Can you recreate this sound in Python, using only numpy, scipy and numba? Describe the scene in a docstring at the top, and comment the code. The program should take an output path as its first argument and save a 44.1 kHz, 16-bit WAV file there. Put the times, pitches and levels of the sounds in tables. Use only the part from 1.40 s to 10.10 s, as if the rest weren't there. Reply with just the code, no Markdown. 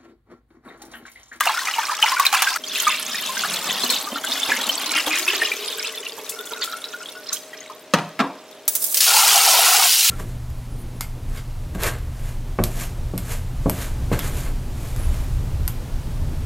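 """A hand swishes rice in a glass bowl of water: bubble clouds, gulps and a crackle of noise droplets.
The bowl is tilted and water patters into a steel sink, thinning to a trickle: resonators, bubbles and spray.
The bowl is set down with two knocks: noise cracks over damped modes. The tap then spits noise bursts and
sprays onto the rice, hissing and glugging. Basin echoes, a room tail and a faint kitchen hum surround it all."""
import sys
import numpy as np
from scipy import signal
from scipy.fft import rfft, irfft
from scipy.io import wavfile
from scipy.ndimage import uniform_filter1d
from numba import njit

SR = 44100
rng = np.random.default_rng(int(sys.argv[2]) if len(sys.argv) > 2 else 0)


def file_out(sig):
    """Save sig as 16-bit WAV at sys.argv[1]."""
    # one column per channel
    cols = np.atleast_2d(sig).T
    # limit, then scale
    lim = np.clip(cols, -1, 1)
    pcm = np.round(lim * 32767).astype(np.int16)
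    wavfile.write(sys.argv[1], SR, pcm)


N = 383669

STIR_END_S, TAP_ON_S = 1.175, 7.279

# Air pockets closing under the hand. Each row: start in seconds, level in dB, pitch in Hz, splash level in dB.
SLOSH_EVENTS = [(0.007, -8, 1130, -12), (0.056, -15.5, 1300, -21), (0.066, -8.5, 755, -27),
                (0.072, -6.5, 2690, -25), (0.093, -10, 1020, -31), (0.272, -12, 2235, -37),
                (0.285, -13, 1255, -48), (0.338, -13, 2880, -40), (0.383, -10, 885, -28),
                (0.495, -11, 1154, -38), (0.517, -16, 950, -38), (0.626, 0, 2930, -21.5),
                (0.635, -9, 860, -34), (0.66, -10, 1970, -24), (0.719, -11, 1010, -22),
                (0.797, -5.5, 1073, -16), (0.852, -7.5, 2360, -19.5), (0.865, -5, 3910, -16),
                (0.928, -14.5, 796, -16), (0.946, -13, 1290, -14), (0.992, -12, 2540, -28),
                (1.021, -13.5, 975, -12), (1.071, -7, 1500, -43), (1.16, -12.5, 1340, -24.5)]
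# Pouring off in two tilts, then a trickle. Each row: time in seconds, flow in dB.
POUR_FLOW = [(1.2, -40.5), (1.3, -32.5), (1.36, -23.5), (1.66, -29), (2.0, -26), (2.54, -24), (2.69, -34.5),
             (2.81, -33), (2.91, -26), (3.4, -27.5), (3.9, -26.5), (4.3, -31), (4.75, -39), (5.1, -38),
             (5.33, -38), (5.85, -44), (6.05, -46), (6.48, -55)]
# Steel under the stream; its note moves with the load of water.
# Each row: time in seconds, patter level in dB, note level in dB, note in Hz.
STEEL_FLOOR = [(1.22, -69, -49, 277), (1.7, -51.5, -47, 237), (2.17, -41.5, -44, 194),
               (2.55, -43.5, -41.5, 263), (2.85, -47, -49.5, 287), (3.14, -39.5, -41.5, 259),
               (3.7, -44, -46, 314), (3.95, -46, -33, 402), (4.12, -49.5, -39, 420), (4.45, -58, -42, 442),
               (5.3, -57.5, -49.5, 440), (6.45, -73, -61, 470)]
# Spectrum of the poured water. Each row: frequency in Hz, gain in dB.
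POUR_SPECTRUM = [(250, -21), (700, -12.5), (1100, 1), (3600, -2), (11000, -7.5), (15500, -9.5)]


def undb(db):
    """Decibels to amplitude gain."""
    return 10 ** (np.asarray(db) / 20)


def curves(table):
    """Each column of a table, joined by straight lines in time."""
    s, *columns = np.transpose(table)
    return [np.interp(np.arange(N) / SR, s, c) for c in columns]


def between(start_s, end_s, edge_s=0.00043):
    """A gate with straight edges."""
    t = np.arange(N) / SR
    return np.clip(np.minimum(t - start_s, end_s - t) / edge_s, 0, 1)


def add(out, s, sound):
    """Mix a sound in at time s."""
    i = max(int(s * SR), 0)
    out[i:i + len(sound)] += sound[:max(N - i, 0)]


def colour(x, points, size=2048):
    """Causal minimum-phase filter with the given (Hz, dB) response, by folding the cepstrum."""
    hz, db = np.transpose(points)
    bin_hz = np.arange(size // 2 + 1) * SR / size
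    log_gain = np.log(undb(np.interp(np.log(bin_hz + 1), np.log(hz), db)))
    cepstrum = irfft(log_gain)
    fold = 1 + np.sign(size / 2 - np.arange(size))
    fold[0] = 1
    impulse = irfft(np.exp(rfft(cepstrum * fold)))
    return signal.fftconvolve(x, impulse)[:len(x)]


def unit(x, band):
    """Scale to rms 1 within a named band."""
    edges_hz = {"steel": (140, 520), "gurgle": (600, 2000),
                "bubbles": (1000, 5000), "spray": (5000, 15000)}[band]
    band_pass = signal.butter(3, edges_hz, "band", fs=SR, output="sos")
    return x / np.std(signal.sosfilt(band_pass, x))


def walk(rate_per_s):
    """Slow chance: random levels joined by straight slews, standard deviation 1."""
    k = int(SR / rate_per_s)
    levels = np.repeat(rng.standard_normal(N // k + 1), k)
    w = uniform_filter1d(levels, k)[:N]
    return w / np.std(w)


def fade(t60_s, size=22050):
    """Exponential decay, 60 dB in t60_s."""
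    return undb(-60 * np.arange(size) / SR / t60_s)


def surge(start_s, attack_s, t60_s):
    """A straight rise to 1, then an exponential fall."""
    age_s = np.arange(N) / SR - start_s
    return np.clip(age_s / attack_s, 0, 1) * undb(-60 * np.maximum(age_s - attack_s, 0) / t60_s)


def burst(t60_s, points):
    """A dying rush of coloured noise, peak 1."""
    envelope = fade(t60_s)
    x = colour(rng.standard_normal(len(envelope)) * envelope, points)
    return x / np.abs(x).max()


def bubble(hz, cycles, glide, swell=1):
    """A bubble swells within a few cycles and rings out, rising in pitch as it nears the surface."""
    turn = np.arange(int(cycles * SR / hz) + 2) * hz / SR
    age = turn / cycles
    tone = np.sin(2 * np.pi * turn * (1 + glide * age / 2))
    return tone * undb(-60 * age) * (1 - np.exp(-(turn / swell) ** 2))


def sizes(chance, spread_db):
    """Many small, few large: uniform chance to bounded exponential decibels."""
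    return undb(-spread_db * np.log(.02 + chance))


def bubbles(count, lo_hz, hi_hz, cycles, spread_db, glide):
    """A cloud of bubbles of many sizes, with even power per Hz, rms 1."""
    out = np.zeros(N)
    when, pitch, size, life = rng.random((count, 4)).T
    hz = lo_hz * (hi_hz / lo_hz) ** pitch
    for s, f, a, c in zip(when * N / SR, hz, sizes(size, spread_db), cycles * (.5 + life)):
        add(out, s, a * f * bubble(f, c, glide))
    return out / np.std(out)


def droplets(per_s, spread_db, clump_db, splash_s=0.0037):
    """Tiny impacts whose sizes swell in clumps, each a very short rush of noise; rms 1."""
    hit, size = rng.random((2, N))
    impacts = (hit < per_s / SR) * sizes(size, spread_db) * undb(clump_db * walk(70))
    decay = np.exp(-2 / (splash_s * SR))
    power = signal.lfilter([1], [1, -decay], impacts ** 2 + 1e-18)
    x = np.sqrt(power) * rng.standard_normal(N)
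    return x / np.std(x)


@njit
def resonate(x, hz, width_hz):
    """State-variable band-pass with a moving centre."""
    y, b, l = np.empty(len(x)), 0., 0.
    for i in range(len(x)):
        g, k = np.tan(np.pi * hz[i] / SR), width_hz / hz[i]
        v = (b + g * (x[i] - l)) / (1 + g * (g + k))
        b, l, y[i] = 2 * v - b, l + 2 * g * v, k * v
    return y


def plop(hz, ring_s, glide, scatter_oct, brood_db, count=7):
    """One main bubble, then a brood of others as the pocket breaks up; peak 1."""
    out = np.zeros(SR // 4)
    # ring_s is the t60 at 1 kHz; higher pitches ring shorter
    add(out, 0, bubble(hz, hz * ring_s * np.sqrt(1000 / hz), glide, swell=1.25))
    for delay, pitch, size in rng.random((count, 3)):
        brood_hz = hz * 2 ** (scatter_oct * (pitch - .35))
        add(out, .018 * delay, undb(brood_db) * size * bubble(brood_hz, 54, glide, swell=1.22))
    return out / np.abs(out).max()


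def kitchen():
    """Coloured-noise room air and a wavering hum, stronger during the pour and weak under the tap."""
    # Spectrum of the air. Each row: frequency in Hz, gain in dB.
    air_spectrum = [(40, -40), (100, -15.5), (270, -3.5), (560, 0), (1100, -9), (3500, -11.5), (15000, -31)]
    # Appliance hum. Each row: frequency in Hz, relative level in dB.
    hum_tones = [(272, -68), (409, -65), (624, -59)]
    t = np.arange(N) / SR
    air = undb(-60.5) * unit(colour(rng.standard_normal(N), air_spectrum), "steel")
    hum = 0
    for hz, db in hum_tones:
        tone = np.sqrt(2) * np.sin(2 * np.pi * hz * t + 1.27 * walk(18))
        hum = hum + undb(db + 1.3 * walk(12)) * tone
    presence_db = curves([(1.16, 7), (1.19, 12), (7.5, 10.5), (7.7, -3)])[0]
    return (air + hum) * undb(presence_db)


def reflections(t60_s, delay_s, size=22050):
    """A diffuse tail of unit energy: decaying noise after a short delay."""
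    tail = rng.standard_normal(size) * fade(t60_s, size) * (np.arange(size) > delay_s * SR)
    return tail / np.sqrt(np.sum(tail ** 2))


def surroundings(dry, size=2048):
    """The basin's quick echoes change as the splashes land on new spots; the room's tail stays the same."""
    near, window = np.zeros(N), np.sin(np.pi * np.arange(size) / size)
    for i in range(0, N, size // 2):
        piece = dry[i:i + size]
        echo = reflections(0.022, delay_s=0.0018, size=size)
        add(near, i / SR, signal.fftconvolve(piece * window[:len(piece)], echo))
    far = signal.fftconvolve(dry, reflections(0.52, delay_s=0.0062))[:N]
    return dry + undb(-5.0) * near + undb(-11.5) * far


def rumble():
    """The dense ringing of the basin in octave bands; the higher the band, the sooner it dies."""
    t60_at_1khz_s, damping = 0.31, 0.23
    out = 0
    for hz in 350 * 2 ** np.arange(5):
        envelope = fade(t60_at_1khz_s * (1000 / hz) ** damping)
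        band = signal.butter(2, [hz / np.sqrt(2), hz * np.sqrt(2)], "band", fs=SR, output="sos")
        out = out + signal.sosfilt(band, rng.standard_normal(len(envelope)) * envelope)
    out = colour(out, [(300, 0.0), (520, 0), (950, 6.0), (2000, -4.0), (7000, -16)])
    return out / np.abs(out).max()


def bowl():
    """The glass lands on the steel: a crack, shared modes, and a boom that sounds higher in the later knocks."""
    # Contacts. Each row: start in seconds, level in dB, contact brightness in Hz, boom in Hz,
    # boom in dB relative to the level, before a common trim.
    contacts = [(6.537, 3.5, 5000, 161, -18.5), (6.586, -12.5, 4000, 161.5, -14),
                (6.792, -7, 2500, 273, -14), (6.801, -0.5, 2160, 271.3, -10), (6.809, 1, 900, 400, -19.5)]
    # Bowl on the sink floor. Each row: frequency in Hz, relative level in dB, t60 in seconds.
    modes = [(275, -7.5, 0.28), (424, -4.5, 0.21), (590, -9, 0.38), (712, -7, 0.34), (934, -1, 0.26),
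             (1034, -12, 0.43), (1310, -11, 0.22), (1390, -10, 0.13), (1620, -10, 0.19), (2360, -17, 0.26),
             (3600, -14, 0.16)]
    # Spectrum of the crack. Each row: frequency in Hz, gain in dB.
    crack_spectrum = [(80, -44), (150, 2.5), (330, -4), (1400, 3.5), (4000, -6), (15000, -22)]
    boom_t60_s = 0.32
    out = np.zeros(N)
    for s, db, bright_hz, boom_hz, boom_db in contacts:
        crack = burst(0.047, crack_spectrum)
        t = np.arange(len(crack)) / SR
        ring = 0
        for hz, mode_db, t60_s in modes:
            ring = ring + undb(mode_db) * fade(t60_s) * np.sin(2 * np.pi * (hz * t + rng.random()))
        centre_hz = np.full(len(t), boom_hz)
        shudder = resonate(resonate(rng.standard_normal(len(t)), centre_hz, 90.), centre_hz, 90.)
        boom = np.sin(2 * np.pi * boom_hz * t) + shudder / np.std(shudder)
        boom *= fade(boom_t60_s) * np.minimum(t * boom_hz, 1)
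        blow = undb(-0.5) * crack + undb(-21) * ring + undb(-13.5) * rumble() + undb(boom_db - 11) * boom
        # a softer contact pushes for longer and leaves out the treble
        pole = np.exp(-2 * np.pi * bright_hz / SR)
        add(out, s, undb(db) * signal.lfilter([1 - pole], [1, -pole], blow))
    return out


def churn():
    """How hard the water is stirred, in dB: a steady swirl, a surge per stroke, a wake behind each slosh."""
    # Sweeps of the hand. Each row: start in seconds, churn in dB.
    hand_strokes = [(0.045, -26.5), (0.617, -19.5), (0.925, -17.5)]
    swirl_db, wake_db = -25.5, -26  # wake re its slosh
    strokes = sum((undb(db) * surge(s, 0.005, 0.95)) ** 2 for s, db in hand_strokes)
    wakes = sum((undb(db + wake_db) * surge(s, 0.0021, 0.063)) ** 2 for s, db, _, _ in SLOSH_EVENTS)
    return 10 * np.log10(undb(swirl_db) ** 2 + strokes + wakes)


def stirring():
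    """Fingers churn the water: clumps of bubbles, gulps that break up with a splash, a crackle of grains and spray."""
    # Spectra of the churned water and of the crackle. Each row: frequency in Hz, gain in dB.
    churn_spectrum = [(150, -49), (550, -27), (750, -4.5), (1300, 1), (1750, -3), (2800, -6), (3700, -11),
                      (15500, -13.5)]
    crackle_spectrum = [(250, -41), (1000, 2), (6500, -0.5), (15500, -12)]
    clumps = bubbles(3300, 700, 6000, cycles=38, spread_db=3.1, glide=0.22) * undb(1.5 * walk(40))
    gurgle = unit(colour(clumps, churn_spectrum), "gurgle")
    crackle = unit(colour(droplets(1200, 5.2, clump_db=1), crackle_spectrum), "spray")
    out = (undb(-4.0) * gurgle + undb(-9.0) * crackle) * undb(churn())
    for s, db, hz, splash_db in SLOSH_EVENTS:
        gulp = plop(hz, ring_s=0.042, glide=0.25, scatter_oct=1.1, brood_db=-9)
        add(out, s, undb(db - 0.5) * gulp)
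        add(out, s, undb(splash_db + 13.5) * burst(0.021, churn_spectrum))
    return out


def tap():
    """The tap spits, then fine jets hiss on the rice and glug where water has pooled."""
    # The tap spits air, then more and more water that splashes on the rice.
    # Each row: start in seconds, level in dB, share of water 0-1.
    spurts = [(7.2788, 0, 0.02), (7.3523, -1.5, 0.02), (7.4225, -7, 0.01), (7.441, -5.5, 0),
              (7.4638, -14, 0.04), (7.524, -8, 0.02), (7.543, -5, 0.5), (7.57, -2.5, 0.6), (7.605, -2, 0.9)]
    # Big air pockets driven into the pool by the jets. Each row: start in seconds, peak in dB, pitch in Hz.
    glugs = [(7.744, -10.5, 870), (7.768, -11.5, 860), (7.962, -10.5, 760), (8.075, -12.5, 743),
             (8.138, -12, 733), (8.189, -12.5, 744)]
    # Spectra of nozzle spurts, jets and gurgle. Each row: frequency in Hz, gain in dB.
    spurt_spectrum = [(120, -54), (500, -14), (3000, -21), (3600, -12), (4100, -13.5), (8000, -2),
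                      (15500, -0.5)]
    jet_spectrum = [(150, -37.5), (1000, -15), (2100, -7), (3500, -2.5), (4400, 1), (7000, -1),
                    (15500, -5.5)]
    gurgle_spectrum = [(200, -41), (450, -11.5), (570, -20), (740, 2.5), (1180, -4.5), (1340, 1),
                       (1700, -11), (2200, -7.5)]
    jets_land_s, jets_db, jets_sag_db_per_s = 7.605, -15, 1
    nozzle_db, nozzle_rise_db_per_s = -33, 26
    pool_start_s, pool_end_s, pool_edge_s, pool_db, seep_db = 7.66, 8.48, 0.015, -22.5, -44.5
    froth_hz, froth_db = 2860, 0.5
    t = np.arange(N) / SR

    fizz = bubbles(7000, 2020, 12700, cycles=26, spread_db=2.6, glide=0.16)
    jets = droplets(4000, 2.5, clump_db=1, splash_s=0.00085) + undb(-8) * fizz
    # the froth under the jets rings at a wandering pitch
    froth = resonate(jets, froth_hz * (1 + .03 * walk(9)), 420.)
    hiss = unit(colour(jets + undb(froth_db) * froth, jet_spectrum), "spray")
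    # the hiss sags as the rice is covered
    hiss *= undb(jets_db - jets_sag_db_per_s * (t - jets_land_s))
    pockets = bubbles(13000, 380, 2640, cycles=15, spread_db=2.1, glide=0.1)
    gurgle = unit(colour(pockets, gurgle_spectrum), "gurgle")
    gurgle *= undb(seep_db) + undb(pool_db) * between(pool_start_s, pool_end_s, pool_edge_s)
    # until the jets reach the bowl only the nozzle's thin hiss sounds under the spurts
    nozzle = unit(colour(jets, spurt_spectrum), "spray")
    nozzle *= undb(nozzle_db + nozzle_rise_db_per_s * (t - TAP_ON_S))
    out = nozzle * between(TAP_ON_S, jets_land_s) + (hiss + gurgle) * between(jets_land_s, np.inf)

    for s, db, wet in spurts:
        wet = np.clip(wet, 0, 1)
        spit = np.sqrt(1 - wet) * burst(0.067, spurt_spectrum) + np.sqrt(wet) * burst(0.12, jet_spectrum)
        add(out, s, undb(db + 1.0) * spit)
    for s, db, hz in glugs:
        add(out, s, undb(db) * plop(hz, ring_s=.04, glide=.1, scatter_oct=1, brood_db=-14))
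    return out


def thumps():
    """Heavy drops land with a dull splat and ring the note of the sink floor."""
    # Heavy drops. Each row: start in seconds, level in dB.
    heavy_drops = [(2.436, -11), (2.727, -16), (3.088, -12), (3.672, -9), (3.933, -16.5), (4.021, -19),
                   (4.781, -19.5), (5.12, -20)]
    # Spectrum of the splat. Each row: frequency in Hz, gain in dB.
    splat_spectrum = [(50, -47), (150, -23), (300, -5.5), (1000, -1), (1600, -13), (4000, -22)]
    out = np.zeros(N)
    times_s, _, _, notes_hz = np.transpose(STEEL_FLOOR)
    for s, db in heavy_drops:
        splat = burst(0.092, splat_spectrum)
        note_hz = np.interp(s, times_s, notes_hz)
        ring = fade(0.22) * np.sin(2 * np.pi * note_hz * np.arange(len(splat)) / SR)
        add(out, s, undb(db - 1.5) * splat + undb(db - 14.5) * ring)
    return out


def thread(count=19):
    """The last thread of water traps uneven bubbles of nearly one size: rows of (s, level dB, pitch Hz)."""
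    start_s, end_s, centre_hz, top_db = 4.92, 5.45, 1365, -29
    scatter_oct, scatter_db = 0.084, 14
    late, size, pitch = rng.random((count, 3)).T
    s = start_s + (end_s - start_s) * (np.arange(count) + 2 * late - .5) / count
    db = top_db + scatter_db * (size - 1)
    hz = centre_hz * 2 ** (scatter_oct * (pitch - .5))
    return list(zip(s, db, hz))


def drops():
    """Single drops that stand out of the stream: plops, ticks on bare steel and long-ringing bubbles."""
    # Blobs of water landing in the sink. Each row: start in seconds, level in dB, pitch in Hz.
    blobs = [(1.238, -17.5, 3180), (1.357, -12, 2610), (1.3997, -10, 3110), (1.468, -6.5, 1210),
             (1.543, -12, 2700), (1.745, -15, 1835), (1.969, -15, 1556), (2.036, -9, 1406),
             (2.139, -14, 4220), (2.296, -14, 3050), (2.435, -10, 4140), (2.5, -4, 4130),
             (2.534, -10, 3770), (2.67, -22, 1175), (2.758, -15, 1364), (2.841, -15, 1525),
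             (2.919, -9, 3600), (3.031, -9, 3530), (3.118, -7, 1657), (3.293, -7, 3020), (3.465, -13, 4000),
             (3.577, -8.5, 2000), (3.879, -7, 2550), (4.018, -6.5, 1810), (4.117, -8.5, 2354),
             (4.281, -21.5, 3580), (4.99, -22, 3530), (5.324, -21, 3930), (5.441, -15, 3880),
             (5.533, -28, 3220), (5.658, -21, 3340), (5.687, -21.5, 3530), (5.929, -13.5, 6100),
             (6.132, -24.5, 1900), (6.298, -22.5, 1070)]
    # Drops bursting on bare steel. Each row: start in seconds, level in dB.
    ticks = [(2.5008, -5), (3.785, -9), (4.8932, -8.5), (5.055, -19), (5.241, -14), (5.9302, -7.5)]
    # Lone large bubbles ringing long in a puddle. Each row: start in seconds, level in dB, pitch in Hz.
    drips = [(1.891, -24, 1033), (5.275, -27, 1340), (5.33, -22, 1333), (5.536, -25.5, 1425),
             (5.604, -30.5, 1360), (5.752, -29.5, 1440)]
    out = np.zeros(N)
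    for s, db, hz in blobs:
        ring = plop(hz, ring_s=.055, glide=.08, scatter_oct=.8, brood_db=-8)
        splash = burst(0.11, POUR_SPECTRUM)[:len(ring)]
        add(out, s, undb(db - 1.0) * ring + undb(db - 11.5) * splash)
    for s, db in ticks:
        add(out, s, undb(db - 3.5) * burst(0.11, [(300, -39), (4000, 0.0), (7000, 11), (15000, 4)]))
    for s, db, hz in drips + thread():
        add(out, s, undb(db - 8.0) * burst(0.036, POUR_SPECTRUM))
        add(out, s, undb(db) * bubble(hz, cycles=170, glide=0.067))
        # a second, slightly smaller bubble beats against the first
        delay_s = .018 * rng.random()
        second_hz = hz * (1 + 0.093 * rng.random())
        add(out, s + delay_s, undb(db - 1.0) * bubble(second_hz, cycles=190, glide=0.056))
    return out


def flow():
    """Flow in dB and typical bubble pitch: each gush adds to the stream and pulls the pitch towards its own."""
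    # Gushes in the stream. Each row: start in seconds, length in seconds, level in dB, bubble pitch in Hz.
    gushes = [(1.475, 0.072, -24.5, 1600), (3.09, 0.086, -24, 1880), (3.512, 0.1, -20.5, 2280),
              (3.706, 0.098, -22.5, 2310), (3.864, 0.11, -23.5, 2300), (3.998, 0.082, -28.5, 2080),
              (4.398, 0.1, -31.5, 2300), (4.634, 0.057, -35, 2640), (5.212, 0.035, -23, 4000),
              (5.858, 0.12, -34, 3930), (6.124, 0.16, -41, 2070)]
    stream_bubble_hz, edge_s = 3390, 0.0047
    gouts_per_s, gout_db = 45, 2.0  # the stream breaks into uneven gouts
    power = undb(curves(POUR_FLOW)[0] + gout_db * walk(gouts_per_s) - 1) ** 2
    pull = power * stream_bubble_hz
    for s, length_s, db, hz in gushes:
        gate = between(s - edge_s / 2, s + length_s + edge_s / 2, edge_s)
        gush = (undb(db) * gate) ** 2
        power, pull = power + gush, pull + gush * hz
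    return 10 * np.log10(power), pull / power


def pouring():
    """Water falls from the rim: it patters on the steel and rings it, traps bubbles and throws spray."""
    spray_pivot_db, spray_slope = -14, 0.91  # spray in dB per dB of steady flow
    flow_db, bubble_hz = flow()
    patter_db, note_db, note_hz = curves(STEEL_FLOOR)

    feet = droplets(600, 2.6, clump_db=2.0)
    note = unit(resonate(resonate(feet, note_hz, 70.), note_hz, 110.), "steel")
    pockets = bubbles(3000, 600, 1700, cycles=36, spread_db=2.5, glide=0.1)
    # Spectrum of the patter. Each row: frequency in Hz, gain in dB.
    patter_spectrum = [(70, -20), (150, -16), (270, 2), (500, 2), (1150, 2.5), (1600, -6.5), (4000, -18)]
    patter = unit(colour(feet + undb(-13.5) * pockets, patter_spectrum), "gurgle")
    drum = note * undb(note_db) + undb(7) * patter * undb(patter_db)

    # a full stream traps a dense cloud of bubbles, a thin one only separate plinks
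    full = np.clip((flow_db + 36.0) / 12, 0, 1)
    cloud = bubbles(9000, 900, 5500, cycles=48, spread_db=2.6, glide=0.05)
    separate = bubbles(1600, 1200, 6500, cycles=64, spread_db=4.4, glide=0.05)
    trapped = np.sqrt(full) * cloud + np.sqrt(1 - full) * separate
    plinks = unit(resonate(trapped, bubble_hz, 1000.0), "bubbles")
    small = bubbles(7500, 856, 8000, cycles=40, spread_db=3.9, glide=0.05)
    fizz = unit(colour(small, POUR_SPECTRUM), "bubbles")

    # the spray sparkles: tiny droplets tick, each at its own pitch
    sparkle = undb(2) * bubbles(3600, 5000, 14500, cycles=26, spread_db=5.5, glide=0.1)
    spray = unit(colour(droplets(600, 2.4, clump_db=2.5) + sparkle, POUR_SPECTRUM), "spray")
    spray_db = spray_pivot_db + spray_slope * (curves(POUR_FLOW)[0] - spray_pivot_db)
    stream = (undb(-2.5) * plinks + undb(-8.5) * fizz) * undb(flow_db)
    stream += undb(-7.0) * spray * undb(spray_db)
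    return (drum + stream) * between(STIR_END_S, TAP_ON_S)


def scene():
    """All the water and the bowl ring in basin and room; the stirring stops abruptly; splashes spread sideways."""
    # Stereo width. Each row: frequency in Hz, side gain in dB before the spread below.
    width_spectrum = [(150, -33.5), (700, -20.5), (2300, -22.5), (4400, -6), (8000, -5), (15000, -11)]
    stirred = surroundings(stirring())
    rinsed = surroundings(pouring() + drops() + thumps() + bowl() + tap())
    mid = stirred * between(0, STIR_END_S) + rinsed + kitchen()
    # the tap's jet falls in the middle, so the image narrows when it lands
    spread_db, = curves([(7.55, -0.5), (7.62, -16)])
    side = colour(mid * walk(310), width_spectrum) * undb(spread_db)
    return np.array([undb(-2.06) * mid + side, undb(-2.34) * mid - side])


def record(dry):
    """The microphone thins the bass, the loudest peaks clip and the top is cut."""
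    low_cut_hz, top_hz = 70, 15900
    thinned = signal.sosfilt(signal.butter(1, low_cut_hz, "high", fs=SR, output="sos"), dry)
    top_cut = signal.ellip(10, .2, 70, top_hz, fs=SR, output="sos")
    return signal.sosfilt(top_cut, np.clip(thinned, -1, 1))


dry = scene()
out = record(dry)
file_out(out)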